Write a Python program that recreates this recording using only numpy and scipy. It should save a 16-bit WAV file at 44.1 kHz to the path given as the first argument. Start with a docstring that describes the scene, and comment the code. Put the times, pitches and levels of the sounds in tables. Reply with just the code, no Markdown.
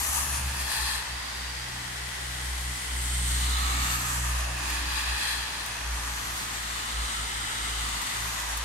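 """Wet street from a window

Evening rain, a two-port microphone about 15 m from the road. A car, a lorry, an oncoming car and one more
car swish over wet asphalt; their spray fades with distance and behind buildings, and each port colours it
by direction. Exhausts drone and boom between the houses, narrow bands whistle in the traffic, and a deep
rumble swells with the lorry. Rain hisses all around and a few drops tick on the sill, close to the mic."""
import sys
import numpy as np
from scipy import signal
from scipy.fft import rfft, irfft
from scipy.io import wavfile
from scipy.ndimage import uniform_filter1d

SR = 44100
rng = np.random.default_rng(int(sys.argv[2]) if len(sys.argv) > 2 else 0)


def generate_wav(sig):
    """Save sig (samples, or channels by samples) to the path in sys.argv[1] as 16-bit PCM at SR."""
    pcm = np.round(np.clip(np.atleast_2d(sig).T, -1, 1) * 32767).astype(np.int16)
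    wavfile.write(sys.argv[1], SR, pcm)


N = 381024
TIME = np.arange(N) / SR
BIN_HZ = np.fft.rfftfreq(N, 1 / SR)
FRAME = 1024

# traffic past the window, positive speed to the right: name, ahead_at_s, speed_m_per_s, distance_m,
# length_m, gain_db, tilt_db_per_octave, direct_share, roar_db, tread_db
VEHICLES = [("first car", 0.41, 15.5, 14.1, 3.3, 0, 4.33, 0.37, 9.6, 3.8),
            ("lorry", 4.536, 14.16, 15.1, 18.7, -0.24, 0.54, 0.28, 0, 2),
            ("oncoming car", 5.67, -10.5, 15.4, 3.6, -3.5, .1, 0.48, -.5, 1),
            ("last car", 8.73, 15.8, 16, 3.1, -0.84, 0.082, 0.28, -.5, -2.2)]
# base spectrum of tyre spray: freq_hz, level_db
SPRAY_SPECTRUM = [(360.0, -82.5), (570.0, -81.5), (860.0, -75.5), (1160.0, -68.5), (1460.0, -73),
                  (1910.0, -71), (2310.0, -80.5), (3210.0, -73.5), (5510.0, -77.5), (8510.0, -75),
                  (11810.0, -81.5), (13310.0, -91.5), (15010.0, -100.5)]
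# spray swells and dips with the depth of water: vehicle, centre_s, half_s, gain_db, tilt_db_per_octave
SPRAY_SURGES = [("first car", 0.1, 0.15, 0.74, 0.27), ("first car", 0.33, 0.041, 0.69, 0.23),
                ("first car", 0.52, 0.07, -1.2, -0.3), ("first car", 0.62, 0.04, 1, .2),
                ("first car", 0.728, 0.047, 2.6, .4), ("first car", 0.91, 0.1, 2.7, -0.45),
                ("first car", 0.96, 0.045, 2.6, -0.5), ("lorry", 2.76, 0.71, -1.5, 3.6),
                ("lorry", 3.08, .09, 1.0, 0.98), ("lorry", 3.32, 0.14, 2.9, 1.3),
                ("lorry", 3.69, 0.32, 5.2, -0.98), ("lorry", 3.91, 0.14, 1.7, 0.46),
                ("lorry", 4.12, 0.067, 1, 0.4), ("lorry", 4.5, 0.054, -1.3, -.6),
                ("lorry", 4.69, 0.097, 4.7, 1.1), ("lorry", 4.97, 0.065, 3.9, 0.55),
                ("lorry", 5.11, .035, 1.2, -.7), ("lorry", 5.22, 0.044, 2.9, 0.76),
                ("lorry", 5.32, 0.068, 3.8, 1.1), ("oncoming car", 6, .2, -.3, 0.1),
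                ("oncoming car", 6.39, 0.028, 1.4, 0.83), ("oncoming car", 7.1, 0.07, 1.4, 0.55),
                ("oncoming car", 7.67, 0.96, 5.7, -.1), ("last car", 7.82, 0.25, 2.4, -.3),
                ("last car", 8.62, 0.11, -1.1, -0.4)]
# lorry exhaust, easing off as it passes: time_s, firing_hz
LORRY_FIRING = [(0, 60.55), (1.8, 61.46), (3.4, 61.5), (4.4, 60.44), (6.1, 57.87), (7.7, 55.2),
                (8.64, 55.1)]
# the lorry's far drone between booms: fundamental_db, octave_db
FAR_DRONE_DB = (-47.5, -55.5)
# that drone booms up between the houses: centre_s, half_s, fundamental_db, octave_db
LORRY_BOOMS = [(0.42, 0.18, -46, -44), (0.83, 0.058, -34.5, -50), (0.98, 0.05, -38, -53),
               (1.14, 0.055, -41, -53), (1.43, 0.18, -41.5, -59), (1.744, 0.28, -49, -46.5),
               (2.02, 0.08, -41.5, -52), (2.3, 0.14, -41, -46), (2.533, 0.14, -34, -62),
               (2.687, 0.077, -35, -44.5), (2.974, 0.097, -33, -64), (3.233, 0.26, -29, -42),
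               (3.59, 0.32, -27.5, -54), (3.93, 0.24, -40, -41), (4.22, 0.14, -33.5, -39.5),
               (4.37, 0.15, -29, -48), (4.544, 0.092, -40, -42), (4.83, 0.29, -34, -69),
               (5.113, 0.06, -31.5, -56), (5.387, 0.092, -39, -54), (5.92, 0.084, -31, -56),
               (6.086, 0.12, -37, -51), (6.33, .05, -41, -48), (6.68, 0.14, -40.5, -57),
               (7.003, 0.074, -31, -52), (7.22, 0.06, -36.5, -50), (7.39, .09, -40.5, -58),
               (7.8, 0.19, -36, -51), (8.24, 0.1, -41, -46), (8.62, 0.19, -35.5, -62)]
# first car's exhaust: time_s, firing_hz, level_db
CAR_EXHAUST = [(0, 70.8, -41), (.47, 67.65, -33), (.64, 65.5, -38), (.73, 64.9, -48), (1.3, 64.2, -56),
               (3, 67.5, -74)]
# whistles and hums in the traffic: centre_s, half_s, pitch_hz, width_octaves, left_db, right_db
WHISTLE_BANDS = [(1.37, 0.4, 4760, 0.075, -76, -68), (1.35, 0.27, 3750, .13, -74, -79),
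                 (1.2, 0.33, 1060, 0.2, -70, -72), (2.6, 0.49, 1100, .12, -73, -71.5),
                 (2.55, 0.75, 1990, 0.05, -68.5, -71.5), (3.2, .22, 8460, 0.11, -77, -64.5),
                 (3.16, 0.32, 3100, 0.051, -66, -74), (3.61, 0.21, 4000, 0.14, -78, -64),
                 (3.78, 0.2, 2270, .04, -63, -68), (3.93, .35, 1240, .06, -65, -59),
                 (3.9, .18, 2700, .07, -65, -74), (3.94, .15, 13100, .12, -74, -83),
                 (4.13, .17, 7900, 0.19, -77, -67), (0.27, .13, 1630, .09, -67, -67),
                 (.87, .17, 1780, 0.055, -59.5, -70), (5.05, .24, 1770, .055, -62.5, -71),
                 (5.27, .16, 4250, .1, -65, -76), (8.45, .4, 1030, .17, -68, -66.5),
                 (7.7, .7, 4800, .07, -77, -75), (3.68, 0.25, 267, 0.32, -68, -68),
                 (4.46, .09, 640, 0.33, -74, -68), (4.84, .55, 6900, 0.065, -82, -72),
                 (5.17, .35, 910, .2, -72, -67), (4.77, 0.24, 317, .2, -71, -68.5),
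                 (7.15, 0.24, 213, .15, -70, -68), (7.75, .25, 2950, .1, -71, -73),
                 (8.6, .6, 3700, 0.24, -74, -77)]
# drops on the sill: start_s, level_db
SILL_DROPS = [(2.6094, -37), (4.702, -30), (5.661, -31.5), (7.8084, -37), (7.887, -36), (8.017, -30),
              (8.5729, -27.5)]
# base spectrum of the rain all around: freq_hz, level_db
RAIN_SPECTRUM = [(360, -80.5), (570, -77), (860, -72.5), (1160, -75), (1460, -71), (1910, -71), (2310, -73),
                 (2700, -75.5), (3210, -74.5), (3900, -75.5), (5510, -78), (8510, -82), (11810, -89),
                 (13200, -103), (15010, -109)]
# base spectrum of the road's rumble: freq_hz, level_db
RUMBLE_SPECTRUM = [(12, -85), (25, -85.5), (50, -71.5), (90, -77), (180, -79), (260, -78.9), (400, -90.5),
                   (700, -104)]
# rise and fall of the rumble: time_s, gain_db
RUMBLE_GAIN = [(0, 4.5), (1, -0.5), (3.05, 1.5), (3.45, 9.5), (3.8, 9.5), (4.15, 4.5), (4.7, 4.5),
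               (5.15, 0.5), (6.4, 2.3), (8.64, 1.5)]
# directional peaks and notches of each microphone port:
# centre_hz, width_octaves, gain_db, strongest_at_deg, reach_deg, glide_octaves_per_deg
LEFT_PORT_LOBES = [(616, 0.26, 11, -6, 16, 0.0024), (920, 0.35, 8.5, -13.5, 35, 0.0078),
                   (1040, 0.13, 4.5, -65, 42, -0.018), (1335, 0.099, 9.5, -50, 21, -0.0076),
                   (1360, 0.072, -8, -11, 23, -0.00014), (1780, 0.22, 17.5, 11.5, 8.5, 0.0057),
                   (1830, 0.184, -7.5, -5, 45, -0.0056), (2050, 0.1, 14.5, -53.5, 42.4, 0.0058),
                   (2690, 0.11, 7.5, -5, 19, -0.0014), (2960, 0.073, 8, -46, 25, -0.0045),
                   (3600, 0.088, 8.5, -39, 12.8, 0.0013), (3970, 0.064, 5.5, 12, 8.2, -0.0002),
                   (4340, 0.33, 18.0, 12.6, 8, -0.008), (5200, 0.151, -4, -58, 30.9, -0.0014),
                   (5230, 0.94, -10, 11.5, 9.3, 0.0045), (5780, 0.28, 7.5, 1, 86, -0.0074),
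                   (8220, 0.11, -5, -8, 42.2, -0.0082), (9070, 0.035, 5, 14, 7.0, -0.0068),
                   (9820, 0.214, 6.9, -3, 41, -0.0125), (13570, 0.13, -14.6, -85.0, 39, -0.0023),
                   (13610, 0.17, 3, -29.5, 8.0, -0.015), (14170, 0.056, -7.2, 15.2, 7.3, -0.0006)]
RIGHT_PORT_LOBES = [(574, 0.32, -13.6, 13, 7.0, -0.0035), (640, 0.26, -14.2, -49.7, 51.0, -0.011),
                    (720, 0.32, 11, 0.5, 18.5, 0.011), (915, 0.066, 8.5, 3, 43, -0.0073),
                    (1170, 0.083, 2.5, 6, 108.2, -0.016), (1238, 0.12, 13.5, -20.5, 24.4, -0.0036),
                    (1280, 0.44, 5.5, -47.5, 12, -0.03), (1670, 0.21, 9, -9, 20, 0.00014),
                    (2020, 0.079, -13, 13.2, 4.5, -0.0094), (2070, 0.073, 7, -61, 8.5, 0.0023),
                    (2360, 0.143, -6, -10, 14, -0.0087), (2514, 0.19, 17.5, 6.5, 58, 0.0013),
                    (2600, 0.076, -8, -62.0, 8.4, 0.015), (3320, 0.1, 12.5, 14.5, 12.5, -0.01),
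                    (3530, 0.22, -8, -6, 19.4, 0.0033), (3920, 0.28, 7, -44.5, 28, 0.015),
                    (5470, 0.18, -10.5, 3.9, 36, 0.0008), (7120, 0.12, -15, -70.3, 50, 0.00034),
                    (8900, 0.39, 5.5, -40.5, 89, -0.015), (9560, 0.19, -6.5, 12, 11, 0.019),
                    (11340, 0.2, -9, -17.8, 104.6, 0.0033), (14220, 0.289, -7.6, -58, 26, -0.022)]
# the ports move together or against each other, by wavelength: freq_hz, correlation
PORT_CORRELATION = [(200, 0.53), (330, 0.53), (450, 0.057), (580, -0.56), (880, -0.009), (1130, -0.24),
                    (1600, 0.046), (1930, 0.32), (2400, -0.044), (3050, 0.22), (3800, -0.25), (4600, 0.014)]
# the right port is duller: freq_hz, left_minus_right_db
PORT_BALANCE = [(360.0, 0.5), (710.0, 2), (1160.0, 2), (1910.0, 1), (2610.0, 3), (3310.0, 0.5),
                (4510.0, -2), (8510.0, -0.5), (10010.0, 0.5), (11510.0, 10.5), (14000, 10.5), (15010.0, 8)]

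# the street, in metres right of straight ahead: a shed hides its middle, houses hide both ends
SHED_M, SHED_HALF_WIDTH_M, SHED_DB = 0.93, 3.17, -3.5
LEFT_HOUSE_M, RIGHT_HOUSE_M, HOUSE_DB = -47, 7.72, -12.5
BASS_EDGE_M, TREBLE_EDGE_M = 2.6, 0.79  # low sound bends round a house further than treble
SHADOW_TILT = 0.28  # treble lost in a shadow, dB per octave for each dB
CORNER_DEG = 20.3  # sound from the right bends round the house corner, so its bearing stays under this


def tyres(motion, direct_share, roar_db, tread_db, tread_hz=1760, doppler=0.12, port_lag_s=0.000467):
    """Water thrown off the tyres reaches the nearer port first, and also scatters off the houses."""
    flutter = undb(1.04 * walk(30)) * np.sqrt(SR / 2)  # around 0 dB per Hz
    spray = [flutter * patter(per_second=7000, spread_db=4.8, wash=1.85) for _ in range(3)]
    hz, frame_s, (direct, *scatter) = signal.stft(spray, SR, nperseg=FRAME)
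    hz = hz[:, None]
    bearing, pass_db, tilt = drive_past(frame_s, *motion)
    rightward = np.sin(np.radians(bearing))
    db = pass_db + colour(SPRAY_SPECTRUM, hz) - 0.93
    db += tilt * np.log2(np.maximum(hz, 300) / 2500)
    db += colour([(64, -5), (380, -0.5)], hz)  # spray has little bass
    db += roar_db * bump(hz, 630, octaves=0.98)  # the tyre carcass roars
    pitch_hz = tread_hz * (1 - doppler * rightward)
    db += tread_db * bump(hz, pitch_hz, octaves=0.09)  # the tread sings, higher from the left
    db += wall_comb_db(hz, rightward)
    port_phase = np.pi * hz * port_lag_s * rightward
    sides = []
    for lobes, sign, echo in zip((LEFT_PORT_LOBES, RIGHT_PORT_LOBES), (-1, 1), scatter):
        arriving = np.sqrt(direct_share) * direct * np.exp(1j * sign * port_phase)
        arriving += np.sqrt(1 - direct_share) * echo
        arriving *= undb(db + port_db(lobes, hz, bearing) + echo_ripple_db(db.shape))
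        _, swish = signal.istft(arriving, SR, nperseg=FRAME)
        sides.append(swish[:N])
    return np.array(sides)


def drive_past(time_s, name, ahead_at_s, speed, distance_m, length_m, gain_db, tilt):
    """Bearing, level and tilt of a vehicle at steady speed: weaker with distance, duller in shadow."""
    along_m = speed * (time_s - ahead_at_s)
    bearing = np.degrees(np.arctan2(along_m, distance_m))
    bearing /= 1 + np.maximum(bearing, 0) / CORNER_DEG
    db = gain_db + shadow_db(along_m, length_m, BASS_EDGE_M)
    db -= 20 * np.log10(np.hypot(along_m, distance_m) / distance_m)
    tilt += SHADOW_TILT * shadow_db(along_m, length_m, TREBLE_EDGE_M)
    for vehicle, centre_s, half_s, surge_db, surge_tilt in SPRAY_SURGES:
        if vehicle == name:
            surge = swell(time_s, centre_s, half_s)
            db += surge_db * surge
            tilt += surge_tilt * surge
    return bearing, db, tilt


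def shadow_db(along_m, length_m, edge_m):
    """Level lost behind the shed and the houses; a long vehicle takes longer to vanish."""
    past_corner_m = np.maximum(along_m - RIGHT_HOUSE_M, LEFT_HOUSE_M - along_m) - length_m / 2
    hidden = (1 + np.tanh(past_corner_m / edge_m)) / 2
    return SHED_DB * swell(along_m, SHED_M, SHED_HALF_WIDTH_M) + HOUSE_DB * hidden


def wall_comb_db(hz, rightward, depth_db=1.0, delay_s=0.0012, swing_s=0.00015, fade_hz=4000):
    """A wall near the mic reflects the spray: a hollow comb that sinks as a vehicle moves right."""
    late_s = delay_s + swing_s * rightward
    return depth_db * np.cos(2 * np.pi * hz * late_s) / (1 + (hz / fade_hz) ** 2)


def echo_ripple_db(shape, depth_db=1.22, span_bins=5, span_frames=19):
    """Echoes off many walls interfere: narrow peaks and dips that shift at random."""
    ripple = rng.standard_normal(shape)
    for size, axis in ((span_bins, 0), (span_frames, 1), (span_frames, 1)):
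        ripple = uniform_filter1d(ripple, size, axis=axis, mode="wrap")
    return depth_db * ripple / ripple.std()


def engines():
    """Lorry and first car: two exhausts that beat against each other until the car has gone."""
    lorry_hz, = curves(LORRY_FIRING)
    fundamental_db, octave_db = lorry_drone_db()
    lorry = exhaust(lorry_hz, [fundamental_db, octave_db, octave_db - 11.5, octave_db - 37, octave_db - 20])
    car_hz, car_db = curves(CAR_EXHAUST)
    return lorry + exhaust(car_hz, [car_db, car_db - 17, car_db - 26])


def exhaust(firing_hz, harmonics_db, jitter=0.004, waver_db=0.5):
    """The lowest harmonics of the firing rate; each wavers on its way between the houses."""
    phase = 2 * np.pi * np.cumsum(firing_hz * (1 + jitter * walk(12))) / SR
    harmonics = [undb(db + waver_db * walk(12)) * np.sin(k * phase) for k, db in enumerate(harmonics_db, 1)]
    return np.sqrt(2) * sum(harmonics)


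def lorry_drone_db():
    """Levels of the lorry's fundamental and octave: a far drone that fades at random, booms on top."""
    fades_db = (2.3 * walk(9), 4.5 * walk(15))
    power = np.array([undb(db + fade) ** 2 for db, fade in zip(FAR_DRONE_DB, fades_db)])
    for centre_s, half_s, fundamental_db, octave_db in LORRY_BOOMS:
        power += (undb([[fundamental_db], [octave_db]]) * swell(TIME, centre_s, half_s)) ** 2
    return 10 * np.log10(power)


def whistles():
    """Narrow bands ring out of the traffic noise, swell and die away."""
    out = np.zeros((2, N))
    for centre_s, half_s, pitch_hz, octaves, left_db, right_db in WHISTLE_BANDS:
        band = bump(BIN_HZ, pitch_hz, octaves) * np.sqrt(SR / 2)  # peaks at 0 dB per Hz
        ringing = irfft(rfft(rng.standard_normal((2, N))) * band, N)
        out += ringing * swell(TIME, centre_s, half_s) * undb([[left_db], [right_db]])
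    return out


def sill_drops(tick_s=0.0036, splash_s=0.014, splash_db=-10, band_hz=(5500, 14000), pan_db=4):
    """Single drops hit the sill, close and to the left: a soft tick and a short fine splash."""
    out = np.zeros((2, N))
    t = np.arange(SR // 20) / SR
    envelope = np.exp(-t / tick_s) + undb(splash_db) * np.exp(-t / splash_s)
    for start_s, level_db in SILL_DROPS:
        start = int(start_s * SR)
        drop = undb(level_db) * envelope * rng.standard_normal((2, len(t)))
        out[:, start:start + len(t)] += drop[:, :N - start]
    return band_pass(out, band_hz) * undb([[pan_db], [-pan_db]])


def sprinkle(per_second=45, spread_db=3.2, decay_s=0.004, level_db=-68, band_hz=(9500, 15000), pan_db=4.5):
    """Many faint droplets land near the window at random: a fine, uneven crackle."""
    chance, size_draw = rng.random((2, N))
    hits = (chance < per_second / SR) * splash_size(size_draw, spread_db, cap=3)
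    envelope = signal.lfilter([1], [1, -np.exp(-1 / (decay_s * SR))], hits)
    fizz = band_pass(envelope * rng.standard_normal((2, N)), band_hz)
    return fizz / fizz.std() * undb([[level_db + pan_db], [level_db - pan_db]])


def rain(gain_db=-0.7):
    """Steady rain on roofs, leaves and road all around, unrelated left and right."""
    fall = np.array([patter(per_second=1700, spread_db=4.2, wash=1.9) for _ in range(2)])
    return tint(fall * undb(gain_db), [(62, -105), *RAIN_SPECTRUM])


def rumble(roll_db=1.6, apart_hz=700):
    """Deep rolling rumble of the road; the longest waves are the same at both ports."""
    swell_db, = curves(RUMBLE_GAIN)
    mid, side = tint(rng.standard_normal((2, N)), RUMBLE_SPECTRUM) * undb(swell_db + roll_db * walk(6))
    side = signal.sosfilt(signal.butter(1, apart_hz, "high", fs=SR, output="sos"), side)
    return np.array([mid + side, mid - side])


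def port_db(lobes, hz, bearing):
    """One microphone port colours the sound: its peaks and notches glide with the bearing."""
    total = 0
    for centre_hz, octaves, gain_db, strongest_deg, reach_deg, glide in lobes:
        moved_hz = centre_hz * 2 ** (glide * (bearing - strongest_deg))
        total += gain_db * swell(bearing, strongest_deg, reach_deg) * bump(hz, moved_hz, octaves)
    return total


def microphone_ports(x):
    """The two ports share some wavelengths and oppose others; the right one is duller."""
    left, right = rfft(x)
    alike = colour(PORT_CORRELATION, BIN_HZ)
    mid = np.sqrt(1 + alike) * (left + right) / 2
    side = np.sqrt(1 - alike) * (left - right) / 2
    balance_db = colour(PORT_BALANCE, BIN_HZ)
    return irfft(np.array([mid + side, mid - side]) * undb([balance_db / 2, -balance_db / 2]), N)


def patter(per_second, spread_db, wash):
    """Splashes of very unequal size over the even wash of distant ones; rms 1."""
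    chance, size_draw = rng.random((2, N))
    splashes = (chance < per_second / SR) * splash_size(size_draw, spread_db, cap=5)
    splashes *= rng.choice([-1, 1], N)
    water = splashes / splashes.std() + wash * rng.standard_normal(N)
    return water / water.std()


def splash_size(draw, spread_db, cap):
    """Uniform draws to gains: many small splashes, few large, none above cap * spread_db."""
    return undb(spread_db * np.minimum(-np.log(1 - draw), cap))


def undb(db):
    """Decibels to gain."""
    return 10 ** (np.asarray(db) / 20)


def curves(table):
    """The columns of a table, joined by straight lines in time."""
    time_s, *columns = np.transpose(table)
    return [np.interp(TIME, time_s, column) for column in columns]


def colour(points, hz):
    """Values joined by straight lines on a log-frequency axis."""
    point_hz, values = np.transpose(points)
    return np.interp(np.log(hz + 1), np.log(point_hz), values)


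def tint(x, spectrum):
    """Filter by a spectrum; unit white noise comes out at its dB per Hz."""
    return irfft(rfft(x) * undb(colour(spectrum, BIN_HZ)), N) * np.sqrt(SR / 2)


def band_pass(x, band_hz):
    """Keep one band, with gentle slopes."""
    return signal.sosfilt(signal.butter(2, band_hz, "band", fs=SR, output="sos"), x)


def walk(rate_hz):
    """Random levels held 1 / rate_hz seconds and smoothed twice."""
    hold = int(SR / rate_hz)
    steps = np.repeat(rng.standard_normal(N // hold + 1), hold)
    return uniform_filter1d(uniform_filter1d(steps, hold), hold)[:N]


def bump(hz, centre_hz, octaves):
    """A bell of height 1 on a log-frequency axis."""
    return np.exp(-np.minimum(np.abs(np.log2((hz + 1) / centre_hz) / octaves), 10) ** 2)


def swell(at, centre, half_width):
    """A bell of height 1 in time, in bearing or along the street."""
    return np.exp(-((at - centre) / half_width) ** 2)


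def scene():
    """Rain and spray through the two ports, plus whistles, close drops, exhausts and rumble."""
    hiss = rain()
    for *motion, direct_share, roar_db, tread_db in VEHICLES:
        hiss += tyres(motion, direct_share, roar_db, tread_db)
    return microphone_ports(hiss) + whistles() + sill_drops() + sprinkle() + engines() + rumble()


def record(dry, top_hz=15650):
    """The recorder cuts the top steeply."""
    return signal.sosfilt(signal.ellip(10, 0.1, 80, top_hz, fs=SR, output="sos"), dry)


dry = scene()
out = record(dry)
generate_wav(out)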